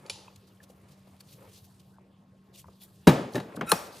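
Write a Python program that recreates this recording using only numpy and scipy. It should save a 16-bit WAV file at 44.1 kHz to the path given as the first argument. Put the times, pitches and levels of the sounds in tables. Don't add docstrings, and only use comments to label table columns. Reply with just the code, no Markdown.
import sys
import numpy as np
from scipy import signal
from scipy.fft import rfft, irfft
from scipy.io import wavfile

SR = 44100
rng = np.random.default_rng(int(sys.argv[2]) if len(sys.argv) > 2 else 0)


def invert_db(x):
    u = np.asarray(x, float) / 20
    return 10 ** u


def int16_out(signal):
    q = np.round(np.clip(np.atleast_2d(signal).T, -1, 1) * 32767)
    wavfile.write(sys.argv[1], SR, q.astype(np.int16))


N = 176400
T = np.arange(N) / SR
EDGES_HZ = 28 * 2 ** np.arange(0, 9.4, .5)


def rms_one(x):
    return x / np.sqrt(np.mean(x ** 2) + 1e-20)


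def at_hz(points, hz):
    table_hz, value = np.transpose(points)
    return np.interp(np.log(hz), np.log(table_hz), value)


def drift(rate_hz):
    r = np.exp(-2 * np.pi * rate_hz * 40 / SR)
    slow = signal.lfilter([1], [1, -2 * r, r * r], rng.standard_normal(N // 40 + 2002))[2000:]
    return np.interp(np.arange(N) / 40, np.arange(len(slow)), rms_one(slow))


def bands(size):
    white = rng.standard_normal((2, 2, size + 2000))
    for k, (low, high) in enumerate(zip(EDGES_HZ, EDGES_HZ[1:])):
        band = signal.butter(2, [low, high], "band", fs=SR, output="sos")
        yield np.sqrt(low * high), signal.sosfilt(band, white[k % 2])[:, 2000:]


def stereo(pair, alike):
    alike = np.clip(alike, 0, 1)
    return np.sqrt(1 + alike) * pair[0] + np.sqrt(1 - alike) * pair[1] * [[1], [-1]]


# f/Hz, likeness/0-1
LIKENESS = [(170, 0.99), (450, 0.93), (1000, 0.53), (1700, 0.52), (3200, 1), (4400, 0.68), (7000, 0.77),
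            (10000, 0.47)]


def hiss(spectrum, patchy_db, alike):
    total = 0
    for hz, pair in bands(N):
        rolloff_db = 18 * min(0, np.log2(hz / spectrum[0][0]))
        level_db = at_hz(spectrum, hz) + rolloff_db + patchy_db * drift(11.0)
        total = total + invert_db(level_db) * stereo(pair, alike * at_hz(LIKENESS, hz))
    return rms_one(total)


def swells(rows):
    return sum(invert_db(db) ** 2 * np.exp(-(3.59 * (T - mid) / length) ** 2) for mid, length, db in rows)


def resonate(x, hz, width_hz):
    r = np.exp(-np.pi * width_hz / SR)
    poles = [1, -2 * r * np.cos(2 * np.pi * hz / SR), r * r]
    return signal.lfilter([(1 - r * r) / 2, 0, (r * r - 1) / 2], poles, x)


def add(out, sound, s):
    i = int(s * SR)
    out[i:i + len(sound)] += sound[:len(out) - i]


def ring(modes, rise_s):
    t, total = T[:SR // 3], 0
    for hz, db, t60 in modes:
        luck, phase = rng.standard_normal(2)
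        rise = 1 - np.exp(-t / (rise_s + 0.36 / hz))
        decay = invert_db(db + 1.53 * luck - 60 * t / min(t60, .4))
        beating = 1 + 0.67 * np.sin(hz * t / 40 + luck)
        total = total + rise * decay * beating * np.sin(2 * np.pi * hz * t + phase)
    return total


def tilt(bright_db, hz):
    return bright_db * np.clip(np.log2(hz / 600), 0, 2)


# f/Hz, t60/s
ROOM_T60 = [(100, 0.43), (400, 0.57), (5000, 0.54), (14000, 0.37)]
ROOM_DB, ROOM_DELAY_S = -19.5, 0.0027


def blows(touches, spectrum, cycles, least_s, rise_cycles, tail_db, modes, ring_db):
    start = int(touches[0][0] * SR)
    size = min(N - start, int((touches[-1][0] + .6) * SR) - start)
    out, rings, t = np.zeros((2, N)), np.zeros(N), T[:int(.6 * SR)]
    top = np.sqrt(sum(invert_db(at_hz(spectrum, hz)) ** 2 * hz / SR for hz in EDGES_HZ))
    for hz, pair in bands(size):
        direct, tail = np.zeros(size), np.zeros(size)
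        rise = (1 - np.exp(-t / (0.000067 + rise_cycles / hz))) ** 2
        hit = rise * invert_db(-120 * t / (least_s + cycles / hz))
        late = (1 - np.exp(-t / ROOM_DELAY_S)) ** 2
        echo = late * invert_db(2 * tail_db - 120 * t / at_hz(ROOM_T60, hz))
        for s, db, bright_db in touches:
            power = (invert_db(db + at_hz(spectrum, hz) + tilt(bright_db, hz)) / top) ** 2
            add(direct, power * hit, s - start / SR)
            add(tail, power * echo, s - start / SR)
        diffuse = stereo(pair[::-1], 1.05 * at_hz(LIKENESS, hz))
        out[:, start:start + size] += np.sqrt(direct) * pair[0] + np.sqrt(tail) * diffuse
    for s, db, bright_db in touches:
        tilted = [(hz, level_db + tilt(bright_db, hz), t60) for hz, level_db, t60 in modes]
        add(rings, invert_db(db + ring_db) * ring(tilted, 0.00034), s)
    return out + rings


# f/Hz, level/dB per Hz
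AIR = [(40, -26), (110, 2.5), (200, -10.5), (400, -14.5), (1000, -23.5), (1900, -35), (3500, -33.5),
       (5500, -46), (16000, -72)]
AIR_DB = -56
# f/Hz, width/Hz, level/dB
HUMS = [(192, 3, -61.5), (1075, 1.3, -81)]


def air():
    out = invert_db(AIR_DB - 3.5) * hiss(AIR, patchy_db=3.5, alike=1)
    for hz, width_hz, db in HUMS:
        level = invert_db(db + 3 + 1.5 * drift(width_hz))
        out = out + level * np.sin(2 * np.pi * hz * T + .4 * drift(width_hz))
    return out


# t/s, level/dB
BUSY = [
    (.35, -74),
    (.5, -77),
    (1.0, -76.5),
    (1.45, -70),
    (1.9, -75.5),
    (2.0, -87),
    (2.45, -87),
    (2.7, -74),
    (3.05, -74),
]
# f/Hz, level/dB per Hz
CLOTH = [(880, -44), (1500, -10), (2400, -6), (3770, 5.5), (4550, -1.5), (13700, -2.5), (16000, -11)]
# middle t/s, length/s, level/dB
SWISHES = [(.48, 0.025, -64.5), (.89, 0.022, -63.5), (.925, 0.06, -63.5), (1.166, 0.0069, -64),
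           (1.802, 0.016, -62), (0.363, 0.012, -54.5), (0.638, 0.03, -57.5), (0.702, 0.037, -63),
           (1.209, 0.017, -51), (1.298, 0.068, -62), (1.328, 0.048, -56.5), (1.65, 0.025, -60),
           (1.556, 0.13, -58), (2.558, 0.048, -55.5), (2.589, 0.069, -54), (2.832, 0.057, -54.5),
           (3.36, 0.076, -49.5), (3.565, 0.014, -49.5), (3.865, 0.054, -54.5), (3.985, 0.14, -52.5)]
# middle t/s, length/s, level/dB
SHUFFLES = [
    (.03, 0.33, -58),
    (.22, 0.35, -61.5),
    (.9, 1, -65.5),
    (1.435, 0.16, -57.5),
    (3.53, 0.13, -50.5),
    (3.8, 0.61, -50),
]
# f/Hz, level/dB per Hz
SHUFFLE = [(250, -4), (520, 1), (700, -12.5), (900, -1), (1500, -15), (2500, -11.5), (5000, -54)]


def sleeves():
    s, db = np.transpose(BUSY)
    rubbing = np.sqrt(invert_db(np.interp(T, s, db) + 4.0) ** 2 + swells(SWISHES))
    cloth = rubbing * invert_db(1.47 * drift(86)) * hiss(CLOTH, patchy_db=2.0, alike=1.0)
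    shuffling = np.sqrt(swells(SHUFFLES)) * invert_db(2.55 * drift(47))
    return cloth + shuffling * hiss(SHUFFLE, patchy_db=1.0, alike=1)


# t/s, level/dB, brightness/dB
CLINK = [
    (.0628, -41, -1),
    (.0975, -24, 0.5),
    (.1005, -32, -3),
]
# f/Hz, level/dB per Hz
CLINK_CRACK = [(240, -61), (400, -13), (2090, -21), (2400, -7.5), (4440, -3.5), (8900, -15), (10400, -19),
               (16000, -46)]
# f/Hz, level/dB, t60/s
CLINK_RING = [(2405, 7.5, 0.035), (3020, 6, 0.035), (3430, 2, 0.048), (4500, 7.5, .035), (5500, 4, .04),
              (6580, -1, .05), (10300, 6.5, 0.028), (4770, -11, .15), (7220, -5, 0.19), (10300, -11, .35)]


def clink():
    return blows(CLINK, CLINK_CRACK, cycles=33.0, least_s=0.0083, rise_cycles=0.39, tail_db=-23.5,
                 modes=CLINK_RING, ring_db=-19.5)


# middle t/s, length/s, level/dB, f/Hz
RUBS = [
    (0.148, 0.43, -63, 856),
    (1.42, 0.14, -62, 520),
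    (1.439, 0.064, -63, 900),
    (1.952, 0.056, -67, 1500),
    (2.552, .03, -62, 3700),
    (2.829, 0.065, -63.5, 3400),
]


def rubs():
    white, out = rng.standard_normal(N), 0
    for mid, length, db, hz in RUBS:
        hollow = resonate(resonate(white, hz, hz / 8), hz, hz / 8)
        out = out + np.sqrt(swells([(mid, length, db)])) * rms_one(hollow)
    return out


# t/s, peak level/dB, f/Hz
TICKS = [(.279, -53.5, 2580), (.570, -60, 3190), (.6025, -58, 1720), (.6325, -56, 10200),
         (1.2057, -46, 4460), (1.207, -48, 7600), (1.208, -57, 1900), (1.3214, -54, 3020),
         (3.3355, -43, 4500), (3.3535, -41, 3697), (3.359, -43, 6540), (3.563, -47, 7200),
         (3.6105, -44, 6200), (3.356, -34, 1780), (3.381, -32.5, 1890), (3.40, -46, 3500),
         (3.568, -41, 1362)]
# t/s, peak level/dB, f/Hz
KNOCKS = [(.282, -43.5, 950), (.699, -47, 510), (2.69, -44, 450), (1.208, -42, 1070), (1.984, -46.5, 900),
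          (2.643, -42, 980), (2.683, -30.5, 890), (2.657, -44, 910), (3.0706, -4, 1483), (3.79, -27, 880),
          (3.6105, -26, 1600), (3.73, -26, 190), (3.075, -12, 125)]


def taps(rows, cycles, spread, trim_db):
    out = np.zeros(N)
    for s, db, hz in rows:
        ratios = [1, *spread ** rng.uniform(-1.01, 1, 6)]
        losses_db = [0] + 6 * [12.0]
        modes = [(hz * k, db + trim_db - loss, cycles / hz) for k, loss in zip(ratios, losses_db)]
        add(out, ring(modes, 0.0011), s)
    return out


# t/s, level/dB, brightness/dB
DROP = [(3.0707, -2, -2.5), (3.0742, -1.5, -0.5), (3.079, -11.5, -0.5), (3.0922, -12.5, -0.5),
        (3.123, -29, -13), (3.18, -24, -14), (3.346, -21.5, -5), (3.354, -23.5, 2), (3.361, -19.5, -6),
        (3.378, -23, -4), (3.4, -29.5, 0), (3.547, -35, -14), (3.572, -30, -7), (3.59, -31.5, -12)]
# f/Hz, level/dB per Hz
CASE_CRACK = [(60, -31), (95, -24), (140, 1), (250, -3), (600, -8.5), (1400, -18), (2300, -22),
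              (12000, -39.5), (16000, -48)]
# f/Hz, level/dB, t60/s
CASE = [(134, 0.0, 0.11), (195.2, -14, 0.2), (255.2, -0.5, 0.11), (587.4, -10, 0.089), (890, -25, 0.065),
        (1295, -17, 0.02), (1695, -10.5, 0.058), (378, -11.5, 0.095), (475, -14, 0.089), (736, -14, 0.065),
        (1080, -27, .07), (2780, -18.5, 0.099), (3020, -21, 0.089), (3865, -21, 0.13)]
# f/Hz, level/dB, t60/s
ARM_RING = [(12200, -0.5, 0.11), (14580, -1, 0.16)]


def drop():
    out = blows(DROP, CASE_CRACK, cycles=8.1, least_s=0.057, rise_cycles=0.92, tail_db=-21,
                modes=CASE, ring_db=-9.5)
    add(out[0], invert_db(-37) * ring(ARM_RING, .003), DROP[2][0])
    add(out[1], invert_db(-32) * ring(ARM_RING, 0.0024), DROP[2][0])
    return out


# t/s, level/dB, brightness/dB
TAP = [
    (3.6105, -24, -0.1),
    (3.617, -29, -4.5),
]
# f/Hz, level/dB per Hz
TAP_CRACK = [(120, -11), (200, 3.5), (735, 0.5), (2510, -6), (5040, -30.5), (16000, -34)]


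def tap():
    return blows(TAP, TAP_CRACK, cycles=42.0, least_s=0.035, rise_cycles=.6, tail_db=-20.5,
                 modes=CASE, ring_db=-9)


# t/s, pressure level/dB, scrape level/dB
SLIDE = [
    (3.656, -68, 1),
    (3.672, -42.5, -6),
    (3.688, -40, -10),
    (3.694, -34.5, 5),
    (3.714, -34.5, -0.5),
    (3.719, -22, -28),
]
# f/Hz, width/Hz, level/dB
SQUEAL = [(1359, 42, 6.5), (2527, 67, -3.5), (3860, 96, -11.5), (5610, 87, -14)]
# f/Hz, width/Hz, level/dB
SHRILL = [(7200, 15, -1), (7310, 47, -1), (8600, 45, -4), (8820, 35, -3), (9230, 33, -1), (10250, 72, -2.5),
          (11600, 130, -9), (12100, 35, -7)]


def sing(slips, body):
    total = 0
    for k, (hz, width_hz, db) in enumerate(body):
        total = total + invert_db(db) * resonate(np.roll(slips, 977 * k), hz, width_hz)
    return rms_one(total)


def slide():
    s, db, scrape_db = np.transpose(SLIDE)
    slips = rng.standard_normal(N) * invert_db(2.0 * np.minimum(rng.exponential(1, N), 3))
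    tone, shrill = sing(slips, SQUEAL), sing(slips, SHRILL)
    grit = rms_one(resonate(slips, 9500, 5000))
    pressure = invert_db(np.interp(T, s, db, left=-120, right=-120))
    scrape = invert_db(np.interp(T, s, scrape_db) - 6.0)
    return pressure * (tone + scrape * (shrill + 0.9 * grit))


# t/s, level/dB, brightness/dB
CLANK = [
    (3.717, -11.5, 2),
    (3.7192, -6.5, -9),
]
# f/Hz, level/dB per Hz
CLANK_CRACK = [(90, -25), (250, -11), (560, -0.5), (1200, 2.5), (2500, -14.5), (4300, -10.5), (7000, -15.5),
               (10000, -10), (16000, -19)]
# f/Hz, level/dB, t60/s
CLANK_RING = [(575, -5, .08), (881, 2.5, 0.053), (1220, 7, .03), (2500, -20.5, 0.18), (4160, 3, .02),
              (5100, -24, 0.081), (7300, -26, .13), (9430, 6.5, 0.017), (10370, 3, 0.02), (10820, -11, .06),
              (12200, -5, .02)]


def clank():
    return blows(CLANK, CLANK_CRACK, cycles=28.5, least_s=0.025, rise_cycles=1.56, tail_db=-25,
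                 modes=CLANK_RING, ring_db=-14.0)


# f/Hz, level/dB, t60/s
AFTER_RING = [(5560, -43, .4), (5610, -45, .4), (2530, -46, .3), (10900, -49, .3)]


def after_ring(out):
    add(out, ring(AFTER_RING, .003), CLANK[0][0])


def room(x):
    t, tail = T[:SR // 2], 0
    for hz, pair in bands(SR // 2):
        tail = tail + invert_db(-60 * t / at_hz(ROOM_T60, hz)) * stereo(pair, 0.87 * at_hz(LIKENESS, hz))
    tail = tail * (1 - np.exp(-(t / ROOM_DELAY_S) ** 2))
    return signal.fftconvolve(x[None], tail / np.sqrt(np.sum(tail ** 2) / 2), axes=1)[:, :N]


# f/Hz, share
PORT_LEVEL = [(200, 0), (600, .12), (1000, 0.19), (1800, -0.042), (6000, 0.02), (9000, 0.067)]
# f/Hz, share
PORT_TURN = [(600, 0), (1350, 0.41), (2200, 0.026), (4300, -0.14), (7300, .03), (9000, 0.42), (10500, .6),
             (16000, 0.43)]


def ports(x):
    hz = np.fft.rfftfreq(N, 1 / SR) + 1
    share = at_hz(PORT_LEVEL, hz) - 1j * at_hz(PORT_TURN, hz)
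    return x + irfft(rfft(x.mean(axis=0)) * share, N) * [[1], [-1]]


def scene():
    ticks = taps(TICKS, cycles=57, spread=1.3, trim_db=4.5)
    knocks = taps(KNOCKS, cycles=14.0, spread=1.61, trim_db=2.0)
    small = rubs() + ticks + knocks + slide()
    after_ring(small)
    rumble_cut = signal.butter(3, 80, "high", fs=SR, output="sos")
    near = signal.sosfilt(rumble_cut, clink() + drop() + tap() + clank() + small)
    return ports(near + invert_db(ROOM_DB) * room(small) + sleeves() + air())


def low_pass(x):
    return signal.sosfilt(signal.butter(12, 16990, fs=SR, output="sos"), x)


def record(dry):
    top_cut = signal.cheby2(10, 60, 16700, fs=SR, output="sos")
    mix = signal.sosfilt(top_cut, np.tanh(dry))
    return low_pass(mix)


dry = scene()
out = record(dry)
int16_out(out)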